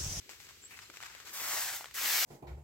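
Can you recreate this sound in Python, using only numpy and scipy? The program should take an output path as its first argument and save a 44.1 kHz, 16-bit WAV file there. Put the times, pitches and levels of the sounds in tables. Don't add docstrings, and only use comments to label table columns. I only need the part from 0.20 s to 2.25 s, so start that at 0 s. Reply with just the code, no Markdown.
import sys
import numpy as np
from scipy.fft import rfft, irfft, next_fast_len
from scipy.io import wavfile
from scipy.ndimage import map_coordinates

SR = 44100
rng = np.random.default_rng(int(sys.argv[2]) if len(sys.argv) > 2 else 0)


def digitize_waveform(pressure):
    field = np.atleast_2d(pressure).T
    bounded = np.clip(field, -1, 1)
    quanta = np.round(bounded * 32767).astype(np.int16)
    wavfile.write(sys.argv[1], SR, quanta)


N = 90404
DROPS_PER_S, DROP_SPREAD_DB = 2200, 2

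# freq_hz, left-right likeness (0-1)
SCATTERED_IMAGE = [(100, 0.93), (600, 0.39), (1500, 0.38), (2800, 0.073), (8000, 0.15), (14000, 0.13)]


def amp(db):
    return 10 ** (np.asarray(db) / 20)


def unit(x):
    return x / np.sqrt(np.mean(x ** 2) + 1e-20)


def along(points, hz):
    freqs, values = np.transpose(points)
    return np.interp(np.log(hz + 1), np.log(freqs + 1), values)


def filtered(x, response):
    size = next_fast_len(N + 8192)
    return irfft(rfft(x, size) * response(np.fft.rfftfreq(size, 1 / SR)), size)[..., :N]


def delayed(x, curve, share=1):
    n = np.arange(N)
    lag = np.interp(n / SR, *np.transpose(curve)) * SR / 1000
    return map_coordinates(x, [n - share * lag], order=5, mode="mirror")


def wobble(per_s):
    knots = rng.standard_normal(int(N * per_s / SR) + 4)
    return map_coordinates(knots, [np.arange(N) * per_s / SR])


def noise():
    return rng.standard_normal((2, N))


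def impacts(per_s, spread_db):
    hits = rng.random((2, N)) < per_s / SR
    return hits * np.sign(noise()) * amp(spread_db * np.clip(noise(), -2, 2))


def placed(pair, spectrum, image=None):
    # freq_hz, left-right likeness (0-1)
    near_image = [(100, 0.65), (1400, 0.87), (2400, 0.45), (5000, 0.6), (7500, 0.44), (14000, 0.4)]

    def mid_side_gains(hz):
        likeness = along(near_image if image is None else image, hz)
        angle = np.arccos(np.clip(likeness, -1, 1)) / 2
        return amp(along(spectrum, hz)) * [np.cos(angle), np.sin(angle)]

    mid, side = filtered(pair, mid_side_gains)
    return unit(np.array([mid + side, mid - side]))


def stroke(start_s, length_s, rise_s, fall_s):
    t = np.arange(N) / SR - start_s
    return np.clip(t / rise_s, 0, 1) * np.exp(-np.maximum(t - length_s, 0) / fall_s)


def garden():
    # freq_hz, level_db
    air_eq = [(100, -6), (220, -6.5), (370, -1.5), (750, -13), (1300, -6.5), (2200, -0.5), (3400, -2),
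              (4400, -2), (5600, -3.5), (8100, -4.5), (9100, -16), (10100, -15), (11000, -11), (13800, -8),
              (15500, -14)]
    rumble_eq = [(20, -45), (35, -28), (55, 4.5), (110, 2.5), (200, -11.5), (500, -34)]
    air = amp(-58 + 0.8 * wobble(12)) * placed(noise(), air_eq, SCATTERED_IMAGE)
    rumble = amp(-70 + 0.67 * wobble(7.3)) * placed(noise(), rumble_eq)
    return air + rumble


def bird():
    # start_s, length_s, start_hz, end_hz, level_db, rasp_hz
    notes = [(.412, .078, 7150, 8100, -53, 260), (.608, .04, 5700, 4400, -59.5, 200),
             (.644, .028, 4280, 3980, -62, 70), (.62, .06, 6600, 7700, -65, 170)]
    out = np.zeros((2, N))
    for start_s, length_s, start_hz, end_hz, level_db, rasp_hz in notes:
        progress = np.clip((np.arange(N) / SR - start_s) / length_s, 0, 1)
        phase = 2 * np.pi * np.cumsum(start_hz + (end_hz - start_hz) * progress) / SR
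        rasp_eq = [(rasp_hz, 0), (2 * rasp_hz, -30), (4 * rasp_hz, -70)]
        note = placed(noise(), rasp_eq) * np.sin(phase) + placed(noise(), rasp_eq) * np.cos(phase)
        out += amp(level_db) * np.sin(np.pi * progress) * note
    return out


def scuffs():
    # start_s, length_s, level_db, centre_hz
    drags = [(0.093, 0.025, -51, 3760), (0.196, 0.048, -56.5, 4470), (0.283, 0.0075, -54.5, 2820),
             (0.5, 0.036, -62, 6000), (0.561, 0.072, -55, 2640), (0.729, 0.057, -55.5, 3700),
             (0.809, 0.05, -48, 2320), (0.892, .12, -54.5, 2150), (1.05, 0.035, -47, 3700),
             (1.662, 0.023, -58.5, 2400)]
    # freq_hz, level_db
    soil_eq = [(150, -14), (400, -20), (700, -3), (1500, 1.5), (2300, -0.5), (3200, -5.5), (5500, -4),
               (8100, -2), (9000, -23), (10200, -10.5), (13000, -5), (16000, -9)]
    rubber_eq = [(600, -18.5), (1400, -13), (2000, -5), (2600, -4.5), (3500, -25), (8000, -21.5),
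                 (15000, -24)]
    rise_s, fall_s, width_octaves = 0.0041, 0.038, 1.69

    def grains(eq):
        return placed(impacts(per_s=3600, spread_db=4), eq, SCATTERED_IMAGE)

    out = np.zeros((2, N))
    for start_s, length_s, level_db, centre_hz in drags:
        band = lambda hz: np.exp(-0.5 * (np.log2((hz + 1) / centre_hz) / width_octaves) ** 2)
        scrape = unit(filtered(grains(soil_eq), band))
        out += amp(level_db + 1.6 * wobble(90.2)) * scrape * stroke(start_s, length_s, rise_s, fall_s)
    twist = amp(-52) * grains(rubber_eq) * stroke(0.506, 0.032, rise_s, fall_s)
    return out + twist


def footfalls():
    # start_s, length_s, level_db
    landings = [(0.053, 0.063, -66), (0.428, .02, -68.5), (0.691, .012, -61.5), (1.044, 0.087, -67.5),
                (1.198, 0.021, -61), (1.317, 0.027, -55.5)]
    # freq_hz, level_db
    thud_eq = [(100, -38), (250, -9.5), (350, -3.5), (480, -7), (800, -22), (2000, -47)]
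    out = np.zeros((2, N))
    for start_s, length_s, level_db in landings:
        envelope = stroke(start_s, length_s, rise_s=0.0067, fall_s=0.019)
        out += amp(level_db) * placed(noise(), thud_eq) * envelope
    return out


def grit_ticks():
    # start_s, relative_db, pitch_hz
    ticks = [(.093, -33.5, 2440), (.133, -40, 2200), (0.202, -39, 2200), (0.268, -42, 2600),
             (0.29, -40, 2030), (.309, -45, 1090), (.439, -48, 1520), (.498, -46, 4800), (.590, -35, 1900),
             (0.7, -35, 1400), (.740, -42.5, 1410), (0.7712, -34, 1950), (.804, -37.5, 1380),
             (0.8272, -32, 2000), (.835, -33, 1480), (0.86, -51, 1690), (.950, -34.5, 2100),
             (1.0014, -35.5, 1720), (1.08, -39, 1990), (1.2015, -28, 2600), (1.609, -33.5, 885),
             (1.643, -32.5, 1460), (1.657, -35.5, 2070), (1.684, -46, 1170), (1.711, -40, 2010)]
    # freq_hz, level_db
    crack_eq = [(150, -27), (400, 3), (1200, -0.5), (2700, 2.5), (4500, -1), (8000, -5), (9500, -15),
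                (15000, -14)]
    rise_s, crack_s, settle_s, ring_cycles = 0.00018, 0.0007, 0.006, 0.93
    low_cut_hz = 474
    out = np.zeros((2, N))
    for start_s, relative_db, pitch_hz in ticks:
        t = np.maximum(np.arange(N) / SR - start_s, 0)
        attack = 1 - np.exp(-t / rise_s)
        knock = np.sin(2 * np.pi * pitch_hz * t) * np.exp(-t * pitch_hz / ring_cycles)
        crack = amp(-10) * np.exp(-t / crack_s)
        dust = amp(-18) * np.exp(-t / settle_s)
        out += amp(relative_db + 3.5) * attack * (knock + (crack + dust) * placed(noise(), crack_eq))
    return filtered(out, lambda hz: 1j * hz / (low_cut_hz + 1j * hz))


def leaf_sizzle():
    # freq_hz, level_db
    leaf_eq = [(1000, -32), (2300, -3), (3200, -4.5), (4200, -3), (5700, 2), (6600, -5.5), (7500, -28),
               (10000, -31)]
    start_s, rise_s, level_db = 1.843, 0.1, -37
    drops = placed(impacts(DROPS_PER_S, DROP_SPREAD_DB), leaf_eq)
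    mist = placed(noise(), leaf_eq)
    fade_in = np.clip((np.arange(N) / SR - start_s) / rise_s, 0, 1)
    return amp(level_db) * unit(drops + mist) * fade_in


def spray():
    # time_s, hiss_db, patter_db
    squirts = [
        [(1.10, -58, -69), (1.128, -57, -57), (1.138, -46.5, -51), (1.21, -46.5, -44.5), (1.33, -40.5, -41.5),
         (1.43, -39.5, -42.5), (1.53, -47, -45), (1.565, -42.5, -49.5), (1.60, -52, -54.5), (1.66, -66, -56.5),
         (1.69, -69, -73)],
        [(1.736, -53, -60), (1.752, -44, -51), (1.775, -43.5, -44.5), (1.80, -41.5, -43.5), (1.855, -37, -37.5),
         (1.93, -35, -38.5), (1.98, -35, -37), (2.05, -35.5, -37)],
    ]
    # freq_hz, level_db
    nozzle_eq = [(300, -32), (1500, -13.5), (3500, -4), (6000, -1), (8000, -1), (9200, -9), (11000, -3),
                 (13000, 0.5), (15500, -0.5)]
    patter_eqs = [
        [(150, -23.5), (420, -15), (600, -4.5), (1200, -2.5), (1950, 1.5), (2600, -5), (4000, -7), (5800, -5.5),
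         (8200, -3.5), (9300, -14), (15000, -13)],
        [(150, -26.5), (330, -12.5), (600, -10), (1200, -3), (2000, 3), (2700, -1.5), (4000, -6), (5800, -6),
         (8000, -13), (9300, -22), (15000, -8.5)],
    ]
    valve_s = 0.0077
    t = np.arange(N) / SR
    out = np.zeros((2, N))
    for squirt, patter_eq in zip(squirts, patter_eqs):
        time_s, hiss_db, patter_db = np.transpose(squirt)
        hiss = amp(5.5 + np.interp(t, time_s, hiss_db)) * placed(noise(), nozzle_eq)
        mist = amp(1.5) * placed(noise(), patter_eq)
        drops = placed(impacts(DROPS_PER_S, DROP_SPREAD_DB), patter_eq)
        patter = amp(np.interp(t, time_s, patter_db) + 1.23 * wobble(70)) * (mist + drops)
        trigger = stroke(time_s[0], time_s[-1] - time_s[0], valve_s, valve_s)
        out += (hiss + patter) * trigger
    return out


def ground_bounce(pair):
    # time_s, delay_ms
    lag = [(1.15, .8), (1.4, 1.05), (1.5, 1.27), (1.62, 1.45), (1.74, .55), (1.83, .88), (1.9, 1.1),
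           (2.02, 1.42)]
    return pair + amp(-12.5) * np.array([delayed(channel, lag) for channel in pair])


def drift_to_centre(pair):
    # time_s, lead_ms
    lead = [(0, .14), (1.2, 0.079), (1.42, 0.036), (1.82, 0.011), (1.96, 0.0071)]
    return np.array([delayed(pair[0], lead, share=-0.46), delayed(pair[1], lead, share=0.47)])


def scene():
    sprayer = ground_bounce(spray() + leaf_sizzle())
    feet = (scuffs() + footfalls() + grit_ticks()) * amp([[1.2], [-1.2]])
    return drift_to_centre(sprayer + feet + garden()) + bird()


def record(dry):
    # freq_hz, left_minus_right_db
    balance = [(100, 2.3), (700, 2.5), (1300, -0.5), (2400, 1), (4400, 1.9), (8100, 1.5), (14000, 1.5)]
    low_cut_hz, top_hz = 38, 15850

    def response(hz):
        colour = amp(np.outer([0.5, -0.5], along(balance, hz)))
        band = (hz < top_hz) * hz ** 4 / (hz ** 4 + low_cut_hz ** 4)
        return colour * band

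    return filtered(dry, response)


dry = scene()
out = record(dry)
digitize_waveform(out)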